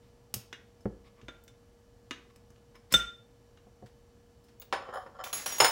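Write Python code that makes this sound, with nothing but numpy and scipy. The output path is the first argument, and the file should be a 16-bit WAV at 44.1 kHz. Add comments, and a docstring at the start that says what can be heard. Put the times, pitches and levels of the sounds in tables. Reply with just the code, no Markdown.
"""Over the faint hum of an appliance, the wire clasp of a glass jar snaps in a small kitchen.
The jar bumps a wooden cutting board, its bail taps the glass and the lid clinks. Further off, a dish
is knocked and slid, a fork scrapes and sings, and the dish clatters down. Each impact excites damped
modes of the body struck; each rub, slide or scrape drives resonances with a train of tiny slips."""
import sys
import numpy as np
from scipy import signal
from scipy.fft import rfft, irfft
from scipy.io import wavfile

SR = 44100
rng = np.random.default_rng(int(sys.argv[2]) if len(sys.argv) > 2 else 0)


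def dump_mix(stems):
    """Bounce the given channels to the path in sys.argv[1] as a 16-bit WAV at rate SR."""
    frames = np.atleast_2d(stems).T  # one column per channel
    limited = np.clip(frames, -1, 1)  # hard clip at full scale
    pcm = np.round(limited * 32767).astype(np.int16)
    wavfile.write(sys.argv[1], SR, pcm)


N = 251811
T = np.arange(N) / SR
AGE = T[:SR]  # seconds since a blow

# Spectrum of a contact on glass. Each row: frequency in Hz, level in dB.
GLASS_SPECTRUM = [(30, -32), (100, -11), (300, 2), (800, -5.5), (1700, 3), (2500, -3), (3400, -1.5),
                  (4600, -12), (6300, -9.5), (9000, -24), (15000, -36)]
# Upper modes of the fork's tines. Each row: frequency in Hz, level in dB, t60 in seconds.
TINE_OVERTONES = [(8823, -21, .2), (11115, -6, .25), (11250, -9, .25), (14140, -13, .2), (15595, -5, .2),
                  (15620, 0, .28)]


def amp(db):
    """Decibels to amplitude ratio."""
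    return 10 ** (np.asarray(db) / 20)


def unit(x):
    """Normalisation to rms 1."""
    return x / np.sqrt(np.mean(x ** 2))


def fade(t60):
    """Exponential decay: 60 dB down after t60 seconds."""
    return np.exp(-np.log(1000) * AGE / max(t60, 1 / SR))


def add(track, s, sound):
    """Superposition: a sound joins the track at s seconds."""
    start = int(s * SR)
    track[start:start + len(sound)] += sound[:N - start]


def butterworth(x, hz, kind):
    """Second-order filter, falling 12 dB per octave beyond its corner."""
    return signal.sosfilt(signal.butter(2, hz, kind, fs=SR, output="sos"), x)


def drive(force, response):
    """Linear system: the force is convolved with an impulse response scaled to unit energy."""
    return signal.fftconvolve(force, response / np.linalg.norm(response))[:N]


def colour(x, spectrum, tilt_db=0, size=4096):
    """Minimum-phase filter of unit power gain through (Hz, dB) points, tilted in dB per octave."""
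    hz, db = np.transpose(spectrum)
    octave = np.log2(np.maximum(np.fft.rfftfreq(size, 1 / SR), 20))
    slope_db = tilt_db * np.maximum(octave, np.log2(hz[0]))
    gain = unit(amp(np.interp(octave, np.log2(hz), db) + slope_db))
    cepstrum = irfft(np.log(gain))
    cepstrum[1:size // 2] *= 2  # folding onto positive time makes the filter causal
    cepstrum[size // 2 + 1:] = 0
    response = irfft(np.exp(rfft(cepstrum)))
    return signal.fftconvolve(x, response)[:len(x)]


def clack(spectrum, tilt_db, t60, crack_db, crack_t60):
    """Impact transient: a sharp crack, then modes so dense that they decay as noise."""
    noise = rng.choice([-1, 1], len(AGE))
    envelope = fade(t60) + amp(crack_db) * fade(crack_t60)
    return colour(noise * envelope, spectrum, tilt_db)


def ring(modes, tilt_db=0, build_s=0.003):
    """Free vibration: damped sinusoids build up in the contact; the tilt pivots on the strongest."""
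    pivot_hz = max(modes, key=lambda mode: mode[1])[0]
    partials = sum(amp(db + tilt_db * np.log2(hz / pivot_hz)) * fade(t60) * np.sin(2 * np.pi * hz * AGE)
                   for hz, db, t60 in modes)
    return partials * (1 - fade(build_s))


def hand_pressure(moves, attack_s, release_s, sag_db_per_s):
    """Normal force of a hand: each move builds up, eases off while it lasts, and lets go."""
    out = np.zeros(N)
    for s, length_s, db in moves:
        attack = np.clip(AGE / attack_s, 0, 1)
        release = np.clip(1 - (AGE - length_s) / release_s, 0, 1)
        add(out, s, amp(db - sag_db_per_s * AGE) * attack * release)
    return out


def friction(pressure, slips_per_s, spread_db):
    """Stick-slip friction: random, uneven impulses whose strength follows the pressure."""
    slips = (rng.random(N) < slips_per_s / SR) * rng.choice([-1, 1], N)
    strength = amp(spread_db * rng.standard_normal(N))
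    return unit(slips * strength) * pressure


def appliance(air_db=-61, wander=0.001, flutter_db=0.4):
    """Line spectrum over broadband noise: nearly steady motor tones and a soft rush of air."""
    # Air spectrum and motor tones. Each row: frequency in Hz, level in dB.
    air_spectrum = [(15, -29), (30, -0.5), (60, -0.5), (125, -2.5), (160, -11.5), (230, -4.5), (320, -14.5),
                    (650, -15.5), (1000, -21), (1500, -26.5), (2300, -30), (3500, -31.5), (6000, -32),
                    (10000, -38.5), (16000, -43)]
    motor_tones = [(118.4, -71.5), (473.7, -65.5), (1707, -87), (3004, -87.5), (4479, -90), (5243, -94.5),
                   (5771, -90), (7364, -92)]
    out = amp(air_db) * unit(colour(rng.standard_normal(N), air_spectrum))
    knots = np.linspace(0, T[-1], 24)
    for hz, db in motor_tones:
        drift, swell = (np.interp(T, knots, rng.standard_normal(len(knots))) for _ in range(2))
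        phase = 2 * np.pi * np.cumsum(hz * (1 + wander * drift)) / SR
        out += np.sqrt(2) * amp(db + flutter_db * swell) * np.sin(phase)
    return out


def grip():
    """Friction noise: fingers and wire rub the glass in short swells as the hands shift."""
    # Each row: start in seconds, length in seconds, level in dB, tilt in dB per octave.
    rubs = [(0, 0.12, -74.5, 0.5), (1.038, 0.059, -64.5, -1), (1.155, 0.073, -66.5, -5),
            (2.297, 0.018, -65, -2), (2.741, .035, -58, -6), (2.903, 0.064, -46, 0)]
    # Each row: frequency in Hz, level in dB.
    squeak_spectrum = [(300, -16), (850, -11.5), (1120, 6), (1500, -10), (2200, 2), (2800, -5),
                       (3500, -3.5), (4600, -8.5), (5200, -5.5), (5900, -16), (9500, -20.5), (14000, -27)]
    out = np.zeros(N)
    for s, length_s, db, tilt_db in rubs:
        swell = np.sin(np.pi * np.minimum(AGE / length_s, 1))
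        slips = rng.standard_normal(len(AGE)) * amp(4.7 * rng.standard_normal(len(AGE)))
        add(out, s, amp(db) * colour(unit(slips) * swell, squeak_spectrum, tilt_db))
    return out


def clasp():
    """Impulse excitation: each snap of the wire clasp cracks and rings its few high modes."""
    # Each row: start in seconds, clack in dB, its tilt in dB per octave, ring in dB.
    snaps = [(0.3409, -25.5, 0, -54), (0.8078, -61, -5.5, -62), (1.4383, -55.5, 6, -79),
             (2.3604, -52.5, -5, -62), (2.504, -53.5, -6, -82), (2.756, -67, 1.5, -55.5),
             (2.921, -37.5, -6, -40.5), (2.9244, -25.5, -3.5, -24.5), (2.939, -27, -2, -60)]
    # Each row: frequency in Hz, level in dB and, for the modes, t60 in seconds.
    wire_spectrum = [(150, -9.5), (700, -12), (2000, -10), (4000, -8), (5500, -0.5), (8500, -0.5),
                     (10500, -6), (12500, -1.5), (16000, -3.5)]
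    clasp_modes = [(5250, -4.5, 0.075), (6800, -19.5, 0.041), (9700, -11.5, 0.043)]
    out = np.zeros(N)
    for s, db, tilt_db, ring_db in snaps:
        add(out, s, amp(db) * clack(wire_spectrum, tilt_db, t60=0.0356, crack_db=1, crack_t60=0.0022))
        add(out, s, amp(ring_db) * ring(clasp_modes))
    return out


def board(ring_over_thud_db=5.5, table_hz=54, table_t60=0.41):
    """Structure-borne sound: the jar thuds on the board, which rings, and the table booms below."""
    # Each row: start in seconds, thud in dB, tilt of the ring in dB per octave, boom in dB.
    bumps = [(.34, -48, -1, -68), (0.361, -48.5, -21, -64), (0.8562, -28.5, -2.5, -40.5),
             (1.231, -54.5, -12, -49), (2.9399, -32.5, -6.5, -34.5), (3.668, -58, 4, -75),
             (3.825, -49, 4.5, -79), (3.838, -56.5, -22.5, -65)]  # soft landings tilt steeply toward the lowest mode
    # Each row: frequency in Hz, level in dB and, for the modes, t60 in seconds.
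    wood_spectrum = [(20, -41.5), (60, -24), (110, -3.5), (400, 10.5), (700, 1), (1100, -11.5), (2000, -22),
                     (2600, -35), (8000, -57.5)]
    board_modes = [(120, -7, .1), (204, 0, .1), (295, -9, .07), (375, -5, .07), (517, -10, .11),
                   (721, -14, .14)]
    out = np.zeros(N)
    for s, db, tilt_db, boom_db in bumps:
        thud = clack(wood_spectrum, tilt_db=0.5, t60=0.064, crack_db=-5.5, crack_t60=0.0062)
        add(out, s, amp(db) * thud)
        add(out, s, amp(db + ring_over_thud_db) * ring(board_modes, tilt_db, build_s=0.0063))
        add(out, s, amp(boom_db) * ring([(table_hz, 0, table_t60)], build_s=0.0361))
    return out


def bail(ring_over_clack_db=-13.5):
    """A collision excites both bodies: the closed jar clacks and the wire bail rings."""
    # Each row: start in seconds, level in dB.
    taps = [(0.5277, -38), (1.2147, -56), (2.1089, -31), (2.56, -64.5), (2.753, -58), (3.5727, -59.5)]
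    # Each row: frequency in Hz, level in dB, t60 in seconds.
    bail_modes = [(1300, -12, .1), (1520, -8, .09), (1770, -5, .11), (2050, -8, .09), (2230, -4, .07),
                  (2837, 0, .14), (3305, -8, .15), (3650, -2, .17), (3900, -10, .16), (5749, -14, .1),
                  (6100, -12, .16), (6864, -12, .09), (9771, -22, .1)]
    out = np.zeros(N)
    for s, db in taps:
        contact = clack(GLASS_SPECTRUM, tilt_db=-0.5, t60=0.046, crack_db=-8, crack_t60=0.0049)
        add(out, s, amp(db) * contact + amp(db + ring_over_clack_db) * ring(bail_modes))
    return out


def lid():
    """Damped vibration: the lid clinks on the rim, and the hand shortens the ring of the glass."""
    # Each row: start in seconds, clack in dB, its tilt in dB per octave, ring in dB,
    # its tilt in dB per octave, t60 of the hand's damping in seconds.
    clinks = [(1.2833, -37, -3, -42.5, -7, .17), (1.4792, -54, 7, -60, -3, 0.23),
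              (2.939, -19.5, 3, -11.5, 1, 3)]
    # Each row: frequency in Hz, level in dB, t60 in seconds.
    jar_modes = [(1384, -6, .12), (1393, -12, .26), (2912, -21, .12), (3569, 0, .11), (3582, -3, .13),
                 (5190, -30, .15), (6083, -17, .12), (6290, -21, .1), (7650, -27, .12), (7983, -22, .14),
                 (8769, -28, .16), (9868, -31, .16), (12490, -37, .12)]
    out = np.zeros(N)
    for s, db, tilt_db, ring_db, ring_tilt_db, hand_t60 in clinks:
        contact = clack(GLASS_SPECTRUM, tilt_db, t60=0.04225, crack_db=-2.5, crack_t60=0.0033)
        glass = ring(jar_modes, ring_tilt_db, build_s=0.031) * fade(hand_t60)
        add(out, s, amp(db) * contact + amp(ring_db) * glass)
    return out


def dish_knocks():
    """Natural modes: after each knock the ceramic dish rings freely."""
    # Each row: start in seconds, clack in dB, its tilt in dB per octave, ring in dB.
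    knocks = [(3.8606, -59, 7, -77), (4.441, -67, 12.5, -73), (4.4846, -64, 7, -76),
              (4.7256, -23, -0.5, -44), (4.889, -40, -5.5, -81), (5.063, -45, -5, -71),
              (5.602, -16.5, 2, -16.5), (5.6153, -21.5, -3.5, -48), (5.6445, -18, 3.5, -20.5)]
    # Each row: frequency in Hz, level in dB and, for the modes, t60 in seconds.
    ceramic_spectrum = [(30, -50), (80, -20.5), (250, -13), (420, 1), (800, 1.5), (1300, 1), (1800, -3),
                        (2500, -9.5), (4500, -16), (7000, -27.5), (15000, -44)]
    dish_modes = [(757, -12, .2), (908, -7, .25), (2972, -15, .15), (5212, -6, .1), (5231, 0, .14),
                  (6925, -4, .14), (9552, -8, .15), (11740, -22, .12), (14780, -24, .14)]
    out = np.zeros(N)
    for s, db, tilt_db, ring_db in knocks:
        contact = clack(ceramic_spectrum, tilt_db, t60=0.11, crack_db=-8, crack_t60=0.0034)
        add(out, s, amp(db) * contact + amp(ring_db) * ring(dish_modes, build_s=0.0045))
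    return out


def fork_catches(scatter_db=3, bounce_s=0.0031, bounce_db=1):
    """Plucked cantilevers: each catch of the fork ticks twice, stops the tines and plucks them anew."""
    # Each row: start in seconds; tick, first tine, second tine and overtones in dB;
    # tilt of the overtones in dB per octave.
    catches = [(4.598, -63, -83, -61.5, -42.5, 29), (4.618, -47, -79, -85, -68, 23),
               (4.938, -59, -75, -77, -69.5, -26), (5.2386, -36, -53, -66, -46.5, -4),
               (5.3288, -32, -54, -35, -37, -13), (5.4601, -29, -33.5, -58, -47.5, -31),
               (5.522, -38, -39.5, -39, -39.5, -2), (5.583, -37.5, -49, -35, -36.5, -7),
               (5.604, -23.5, -51, -38, -43, 11), (5.6456, -51, -64, -54, -32, 4)]
    # Each row: frequency in Hz, level in dB and, for the modes, t60 in seconds.
    steel_spectrum = [(100, -22), (200, -1), (800, 11.5), (2000, 2), (3500, 8), (4500, 2.5), (7000, -0.5),
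                      (10000, -5.5), (13000, -3), (16000, 2.5)]
    tine_modes = [(5722, 0, .6), (6697, 0, .55)]
    out = np.zeros(N)
    pivot_hz = TINE_OVERTONES[-1][0]
    stops = [row[0] for row in catches[1:]] + [T[-1]]
    for (s, tick_db, first_db, second_db, overtone_db, tilt_db), stop_s in zip(catches, stops):
        # every catch lands on another spot and favours other overtones
        overtones = [(hz, db + tilt_db * np.log2(hz / pivot_hz) + scatter_db * rng.standard_normal(), t60)
                     for hz, db, t60 in TINE_OVERTONES]
        tines = amp(first_db) * ring(tine_modes[:1]) + amp(second_db) * ring(tine_modes[1:])
        tines += amp(overtone_db) * ring(overtones)
        damping = np.exp(-np.maximum(AGE - (stop_s - s), 0) / 0.0019)
        add(out, s, tines * damping)
        for tick_s, db in (s, tick_db), (s + bounce_s, tick_db + bounce_db):
            tick = clack(steel_spectrum, tilt_db=0, t60=0.042, crack_db=-16, crack_t60=0.0025)
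            add(out, tick_s, amp(db) * tick)
    return out


def dish_slide():
    """Forced vibration: gritty slips drive the broad resonances of the dish pressed on the counter."""
    # Each row: start in seconds, length in seconds, level in dB.
    pushes = [(4.77, 0.26, -49), (4.918, 0.054, -45), (5.135, 0.029, -52), (5.178, 0.033, -40.5),
              (5.245, 0.025, -45)]
    # Each row: frequency in Hz, bandwidth in Hz, relative peak level in dB.
    resonances = [(538, 45, -1), (752, 30, 0), (900, 120, -10), (1130, 80, -3), (1370, 70, -5),
                  (1750, 200, -14), (3090, 90, -18), (3800, 1500, -30), (5215, 80, -22), (6960, 80, -26),
                  (9530, 60, -41)]
    body = np.zeros(len(AGE))
    for k, (hz, width_hz, db) in enumerate(resonances):
        envelope = amp(db) * width_hz * np.exp(-np.pi * width_hz * AGE)
        body += (-1) ** k * envelope * np.cos(2 * np.pi * hz * AGE)
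    body = butterworth(body * (1 - fade(0.0018)), 300, "high")
    pressure = hand_pressure(pushes, attack_s=0.019, release_s=0.019, sag_db_per_s=7)
    return drive(friction(pressure, slips_per_s=1100, spread_db=4.5), body)


def fork_scrape(sing_db=-11):
    """Resonance under friction: steel grates along an edge and keeps the tines' overtones singing."""
    # Each row: start in seconds, length in seconds, level in dB.
    strokes = [(5.238, 0.047, -47.5), (5.33, .1, -41), (5.461, 0.18, -39.5), (5.595, .115, -35.5)]
    # Each row: frequency in Hz, level in dB.
    grit_spectrum = [(100, -9), (300, 1), (800, 0.5), (2000, 3), (3500, -1), (4500, -1), (7000, 1.5),
                     (9500, -12), (13000, -7), (16000, -21)]
    pressure = hand_pressure(strokes, attack_s=0.014, release_s=0.043, sag_db_per_s=56)
    slips = friction(pressure, slips_per_s=7700, spread_db=3.5)
    return colour(slips, grit_spectrum) + amp(sing_db) * drive(slips, ring(TINE_OVERTONES))


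def kitchen(x, wet_db, t60=0.36, treble_t60=0.21, split_hz=5000, first_echo_s=0.0028):
    """Reverberation: direct sound plus the diffuse tail of a small hard room; treble dies sooner."""
    low = butterworth(rng.standard_normal(len(AGE)), split_hz, "low")
    high = butterworth(rng.standard_normal(len(AGE)), split_hz, "high")
    tail = (low * fade(t60) + high * fade(treble_t60)) * (AGE > first_echo_s)
    return x + amp(wet_db) * drive(x, tail)


def scene():
    """Superposition in mono: jar, board, dish and fork, each with its share of room, over the hum."""
    jar = kitchen(clasp() + bail() + lid() + grip(), wet_db=-7)
    wood = kitchen(board(), wet_db=-13.5, t60=0.44)
    dish = kitchen(dish_knocks() + dish_slide(), wet_db=-7)
    fork = kitchen(fork_scrape() + fork_catches(), wet_db=-8.5)
    return (jar + wood + dish + fork + appliance())[None]


def record(dry, low_hz=30, top_hz=16000):
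    """Band limiting: the deepest bass rolls off gently and the top is cut steeply."""
    lean = butterworth(dry, low_hz, "high")
    return signal.sosfilt(signal.ellip(10, 0.2, 80, top_hz, fs=SR, output="sos"), lean)


dry = scene()
out = record(dry)
dump_mix(out)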